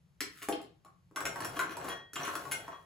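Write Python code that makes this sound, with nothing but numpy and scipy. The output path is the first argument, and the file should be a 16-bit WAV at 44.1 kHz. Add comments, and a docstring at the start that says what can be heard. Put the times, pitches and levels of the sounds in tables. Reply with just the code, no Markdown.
"""On a wooden table in a living room, ice cubes slide off a steel scoop into a glass;
then the scoop digs twice through a bowl of ice. Each knock is a noisy crack, a ringing cube, a ringing
glass or bowl, and a thud of the table. Digging and sliding are made of many tiny random contacts.
The struck scoop sings on as fading sine waves. The room adds an echo and a noise tail over a soft hush."""
import sys
import numpy as np
from scipy import signal
from scipy.fft import rfft, irfft, next_fast_len
from scipy.io import wavfile

SR = 44100
rng = np.random.default_rng(int(sys.argv[2]) if len(sys.argv) > 2 else 0)


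def attenuation_scalar(level_db):
    """Turn a level in dB into a linear amplitude multiplier (20 dB per decade)."""
    decades = np.asarray(level_db, float) / 20
    return 10 ** decades


def inscribe(sig):
    """Save sig as 16-bit PCM at rate SR to the path in sys.argv[1].

    A 1-D sig is mono; a 2-D sig holds one channel per row.
    Samples are clipped to [-1, 1] before scaling.
    """
    pcm = np.round(np.clip(np.atleast_2d(sig).T, -1, 1) * 32767)
    wavfile.write(sys.argv[1], SR, pcm.astype(np.int16))


N = 125685  # length in samples

# Cubes falling into the glass: t/s, crack level/dB, clink level/dB, thud level/dB, pitch rung most f/Hz
GLASS_KNOCKS = [(.2056, -20.5, -32.5, -48, 4620), (.213, -36, -30.5, -39, 2250),
                (.419, -54, -38.5, -55, 2170), (.429, -32, -44, -53.5, 1500), (.4863, -26, -26, -27.5, 837),
                (.525, -50, -31, -31.5, 2800), (.602, -75, -43.5, -46, 700), (.6151, -46.5, -53, -76, 3760),
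                (.646, -67, -58, -56.5, 3660), (.848, -51, -51, -61, 780), (.861, -63, -51, -69.5, 1310),
                (.884, -78, -53, -84, 1170)]
# Cubes knocked in the bowl: t/s, crack level/dB, clack level/dB, thud level/dB, pitch rung most f/Hz
BOWL_KNOCKS = [(1.1115, -64, -56.5, -55.5, 970), (1.16, -28.5, -30.5, -46, 2000),
               (1.171, -49, -29.5, -67, 1310), (1.205, -31.5, -32, -44.5, 1470),
               (1.2535, -23, -27, -44, 2140), (1.358, -37, -31.5, -43.5, 915), (1.405, -33, -32, -43, 1070),
               (1.4465, -27, -32.5, -44, 1320), (1.564, -40, -40.5, -38.5, 2950),
               (1.592, -26, -21.5, -44, 1500), (1.601, -37.5, -30.5, -50, 1220),
               (1.61, -32.5, -26.5, -42, 1560), (1.694, -49, -42, -42, 1240),
               (1.7685, -34.5, -35.5, -46, 900), (1.844, -38, -37, -39.5, 1080),
               (1.886, -33, -36.5, -42.5, 1060), (2.1332, -33, -47, -53.5, 5700),
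               (2.157, -28.5, -29.5, -44, 2900), (2.166, -65, -30, -45.5, 1070),
               (2.224, -47, -42, -43, 690), (2.232, -43, -35, -51, 5900), (2.249, -32.5, -32, -43, 2830),
               (2.277, -34.5, -27.5, -40.5, 1420), (2.335, -40, -35.5, -52, 1160),
               (2.353, -27, -27.5, -47.5, 1410), (2.453, -43.5, -36.5, -55, 1030),
               (2.513, -26, -32, -60, 2800), (2.519, -22.5, -31.5, -47, 2800),
               (2.68, -46, -34.5, -50.5, 990), (2.73, -63, -39, -68, 1150)]
# The scoop struck free to ring: t/s, level/dB, share of its free decay time
SCOOP_PINGS = [(1.45, -52, 0.57), (1.89, -38.5, 0.86), (2.58, -54.5, 1), (2.728, -50, 0.32)]
# The scoop ploughing through the ice: t/s, crunch level/dB, crackle level/dB, rumble level/dB
DIGGING_LEVELS = [(1.15, -100, -79, -63), (1.21, -51, -62, -55), (1.25, -72, -73, -44.5),
                  (1.35, -69, -59, -57.5), (1.42, -42, -58.5, -49.5), (1.52, -64, -60.5, -51),
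                  (1.58, -34, -51, -52.5), (1.66, -60, -78, -53), (1.72, -43.5, -51, -60),
                  (1.76, -54.5, -79, -55.5), (1.85, -50.5, -53, -49), (1.92, -42.5, -58.5, -51.5),
                  (2.02, -88, -86, -67), (2.13, -103, -102, -78), (2.2, -43.5, -52.5, -47),
                  (2.29, -46, -54.5, -56.5), (2.58, -82, -60.5, -53.5), (2.65, -60.5, -64, -59),
                  (2.74, -60, -74, -64), (2.85, -94, -78, -76)]
# Cubes sliding along the scoop: t/s, level/dB
SLIDING_LEVELS = [(.26, -76.5), (.38, -57.5), (.41, -61.5), (.425, -46), (.47, -65), (.55, -76.5)]

# Ringing tones of the glass: f/Hz, level/dB, time to fade by 60 dB t/s
GLASS_TONES = [(700, -11.5, .05), (812, 1.5, 0.014), (1094, 1.5, 0.033), (1960, 5, 0.0046),
               (2200, -8.5, 0.02), (2790, 0.5, 0.0082), (3052, -2, 0.0098), (3390, -10, 0.019),
               (4260, -8.5, 0.026), (5015, 2.5, 0.0082)]
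# Resonances of the bowl: f/Hz, width f/Hz, level/dB
BOWL_RESONANCES = [(690, 50, 0), (970, 54, -4), (1098.6, 80, 6), (1190, 70, 0), (1303, 71, -0.5),
                   (1429, 81, 1), (1515, 90, 1.5), (1774, 160, 0), (2122, 72, -5), (2480, 127, -4.5),
                   (2872, 116, -7), (3266, 136, -7), (4160, 160, -10.5), (5900, 90, -6)]
# Tones of the table's thud: f/Hz, level/dB, time to fade by 60 dB t/s
TABLE_TONES = [(290.5, -7.5, 0.066), (317.9, 1, 0.075), (398, 3.5, 0.049), (482, -8, 0.084)]
# Tones of the free steel scoop: f/Hz, level/dB, time to fade by 60 dB t/s
SCOOP_TONES = [(1895, 3, 0.87), (3327, 9, 0.61), (5800, -1.5, 0.36)]
# Tones of one ice cube: f/Hz, level/dB, time to fade by 60 dB t/s
CUBE_TONES = [(5630, -6, 0.021), (5690, -8.5, 0.0088), (7150, 2.5, 0.0095), (7860, -3, 0.02),
              (10450, -2, 0.017), (11080, -2, 0.015)]

# Colour of cracking ice: f/Hz, level/dB
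CRACK_COLOUR = [(760, -37.5), (1300, 2.5), (2000, -2.5), (5900, -11), (9000, -4.5), (15500, -10.5),
                (16600, -45.5)]
# Colour of the rumble while digging: f/Hz, level/dB
RUMBLE_COLOUR = [(35, -34), (60, -9), (145, -3), (221, -8.5), (311, -9.5), (344, -3.5), (700, -2.5),
                 (910, -5.5), (1540, -120)]
# Colour of the room's hush: f/Hz, level/dB
HUSH_COLOUR = [(20, -28), (58, -3), (137, -0.5), (180, 2), (222, -19.5), (703, -24.5), (8940, -38),
               (12000, -38), (15600, -72), (22000, -120)]

# How long the room's tail lasts: f/Hz, time to fade by 60 dB t/s
ROOM_FADE = [(200, 0.34), (1000, 0.36), (4000, 0.34), (12000, 0.17)]
# How alike the tail is at left and right: f/Hz, likeness (1 = the same)
ROOM_LIKENESS = [(200, 0.87), (800, 0.081), (4500, 0.03), (7000, 0.2), (9000, 1), (14000, 0.64)]
# Phase between the two microphone ports: f/Hz, left ahead of right/radians
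PORT_PHASE = [(170, 0), (1200, -.3), (1700, -.9), (2240, .3), (3300, 1), (4500, 0), (5600, 1.9), (6900, 0),
              (8700, -2.9), (10000, -4.3), (13000, -9), (15700, -12.5)]
# Balance of the two microphone ports: f/Hz, left over right level/dB
PORT_BALANCE = [(100, 1), (1000, 3), (8000, 0)]


def unit(x):
    """Scale a sound to an rms (average strength) of 1."""
    return x / np.sqrt(np.mean(x ** 2) + 1e-20)


def along(points, hz):
    """Read a curve of (Hz, value) points, joined on a logarithmic pitch axis."""
    f, v = np.transpose(points)
    return np.interp(np.log(hz + 1), np.log(f + 1), v)


def curves(rows):
    """Join the rows into one smooth-running value per sample for each column after the time."""
    times, *columns = np.transpose(rows)
    return [np.interp(np.arange(N) / SR, times, column) for column in columns]


def filtered(x, response):
    """Filter a sound: multiply its spectrum by a response that depends on frequency."""
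    size = next_fast_len(x.shape[-1] + 8192)  # spare room for the filter's ringing
    spectrum = rfft(x, size) * response(np.fft.rfftfreq(size, 1 / SR))
    return irfft(spectrum, size)[..., :x.shape[-1]]


def coloured(x, colour):
    """Give noise or grains a colour, at rms 1."""
    return unit(filtered(x, lambda hz: attenuation_scalar(along(colour, hz))))


def grains(per_s, spread_db):
    """Tiny contacts at random moments, of random sign and unequal size."""
    chance, size, sign = rng.random(N), rng.standard_normal(N), rng.standard_normal(N)
    return (chance < per_s / SR) * np.sign(sign) * attenuation_scalar(spread_db * size)


def ring(tones, t, attack_s, scatter_db, free=1):
    """A struck body rings as fading sine waves, slightly different each time; peak 1."""
    hz, db, t60 = np.transpose(tones)[:, :, None]
    level_draw, pitch_draw = rng.standard_normal((2, len(hz), 1))
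    fade = attenuation_scalar(db + scatter_db * level_draw - 60 * t / (t60 * free))
    waves = fade * np.sin(2 * np.pi * hz * (1 + 0.0087 * pitch_draw) * t)
    x = waves.sum(0) * (1 - np.exp(-t / attack_s))
    return x / np.abs(x).max()


def ice_crack(t):
    """Cracking ice is a burst of coloured noise: a fast rise, an early drop, then a fade."""
    noise = coloured(rng.standard_normal(len(t)), CRACK_COLOUR)
    rise = 1 - np.exp(-t / 0.00078)
    early_drop = 0.33 + 0.82 * np.exp(-t / 0.0012)
    return noise * attenuation_scalar(-60 * t / 0.027) * rise * early_drop


def crumbling_contact(t, crack_db):
    """Ice crumbles where it touches: one big first push, then swelling and fading rough noise."""
    length_s = 0.0098 * attenuation_scalar(0.31 * (crack_db + 28))  # harder cracks crumble longer
    contact = rng.standard_normal(len(t)) ** 3 * np.exp(-t / length_s)
    contact *= 1 - np.exp(-t / 0.0015)
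    contact[0] = 18  # the first touch
    return contact


def knocks(events, vessel_tones):
    """Each knock cracks, drives the cube and vessel through a crumbling contact, and thuds the table."""
    out, t = np.zeros(N + SR), np.arange(SR // 3) / SR
    focus_db = 15.5  # loss of a vessel tone one octave from the pitch rung most
    for start_s, crack_db, clink_db, thud_db, pitch in events:
        crack = ice_crack(t)
        focused = [(hz, db - focus_db * abs(np.log2(hz / pitch)), t60) for hz, db, t60 in vessel_tones]
        contact = crumbling_contact(t, crack_db)
        rings = [ring(CUBE_TONES, t, .0003, 4), ring(focused, t, .0006, 2.5)]
        # every push of the contact sets off the rings again
        cube, vessel = signal.fftconvolve(rings, contact[None], axes=1)[:, :len(t)]
        thud = ring(TABLE_TONES, t, .005, 1.5)
        sound = attenuation_scalar(crack_db) * (crack + attenuation_scalar(-8) * cube / np.abs(cube).max())
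        sound += attenuation_scalar(clink_db) * vessel / np.abs(vessel).max()
        sound += attenuation_scalar(thud_db) * thud
        out[round(start_s * SR):][:len(t)] += sound
    return out[:N]


def bowl_response(hz):
    """The bowl boosts sound near its resonances; neighbours have opposite signs."""
    total = 0
    for k, (centre, width, db) in enumerate(BOWL_RESONANCES):
        damping = 1j * hz * width
        total = total + (-1) ** k * attenuation_scalar(db) * damping / (centre * centre - hz * hz + damping)
    return total


def digging():
    """Many small contacts ring the bowl and crackle, over a low rumble, while the scoop moves."""
    silence = (DIGGING_LEVELS[0][0] - .02, -120, -120, -120)
    crunch_db, crackle_db, rumble_db = curves([silence] + list(DIGGING_LEVELS))
    hits = grains(300, 4.5)
    crunch = attenuation_scalar(-1.0) * unit(filtered(hits, bowl_response))
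    crackle = coloured(attenuation_scalar(-5) * unit(hits) + unit(grains(4000, 3)), CRACK_COLOUR)
    rumble = coloured(rng.standard_normal(N), RUMBLE_COLOUR)
    return attenuation_scalar(crunch_db) * crunch + attenuation_scalar(crackle_db) * crackle + attenuation_scalar(rumble_db) * rumble


def sliding():
    """Cubes scratch finely along the scoop: dense tiny contacts with the colour of cracking ice."""
    before = (SLIDING_LEVELS[0][0] - .01, -120)
    after = (SLIDING_LEVELS[-1][0] + 0.028, -120)
    level_db, = curves([before] + list(SLIDING_LEVELS) + [after])
    return attenuation_scalar(level_db) * coloured(grains(2500, 5), CRACK_COLOUR)


def scoop():
    """The steel scoop sings on after a light knock, for a share of its free decay time."""
    out, t = np.zeros(N + SR), np.arange(SR // 2) / SR
    for start_s, db, free in SCOOP_PINGS:
        out[round(start_s * SR):][:len(t)] += attenuation_scalar(db) * ring(SCOOP_TONES, t, .012, .5, free)
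    return out[:N]


def pair(noises, likeness):
    """Mix two separate noises into left and right with a chosen likeness at each frequency."""
    def shares(hz):
        angle = np.arccos(np.clip(along(likeness, hz), -1, 1)) / 2
        return np.array([np.cos(angle), np.sin(angle)])

    mid, side = filtered(noises, shares)
    return np.array([mid + side, mid - side])


def room(x, size=4096):
    """A first echo off the table and a noise tail that dies band by band, redrawn every size samples."""
    out = np.zeros((2, N + SR))
    at_delay = round(.007 * SR)  # echo and tail start 7 ms late
    for start in range(0, N, size):
        hz, t, bands = signal.stft(rng.standard_normal((2, SR // 2)), SR, nperseg=256)
        fade = attenuation_scalar(-60 * t / along(ROOM_FADE, hz)[:, None])
        noises = signal.istft(bands * fade, SR, nperseg=256)[1]
        tail = pair(noises, ROOM_LIKENESS) * attenuation_scalar(-1.1) / np.linalg.norm(noises[0])
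        tail[:, 0] += attenuation_scalar(-11.5)  # the first echo
        wet = signal.fftconvolve(x[None, start:start + size], tail, axes=1)
        at = start + at_delay
        out[:, at:at + wet.shape[1]] += wet
    return out[:, :N]


def hush():
    """The quiet room is steady coloured noise, partly alike at left and right."""
    noises = np.array([coloured(rng.standard_normal(N), HUSH_COLOUR) for _ in range(2)])
    return attenuation_scalar(-67) * pair(noises, [(100, 0.9), (1500, 0.17), (9000, 0.88)])


def scene():
    """Add up the glass, bowl, digging, sliding and scoop, then the room's answer and its hush."""
    # a narrower resonance rings longer: turn each width into a fading time
    bowl_tones = [(hz, db, np.log(1000) / np.pi / width) for hz, width, db in BOWL_RESONANCES]
    ice = knocks(GLASS_KNOCKS, GLASS_TONES) + knocks(BOWL_KNOCKS, bowl_tones) + digging() + sliding()
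    ping = scoop()
    return ice + ping + room(ice + ping / 10) + hush()  # the ping reaches the room more weakly


def low_pass(x):
    """Removes everything above the highest recorded frequency."""
    return signal.sosfilt(signal.butter(12, 16970, fs=SR, output="sos"), x)


def record(dry):
    """Two close microphone ports hear the scene, each with its own phase and balance."""
    def ports(hz):
        phase = np.exp(.5j * np.outer([1, -1], along(PORT_PHASE, hz)))
        balance = attenuation_scalar(np.outer([.5, -.5], along(PORT_BALANCE, hz)))
        return phase * balance

    mix = filtered(dry, ports)
    return low_pass(mix)


dry = scene()
out = record(dry)
inscribe(out)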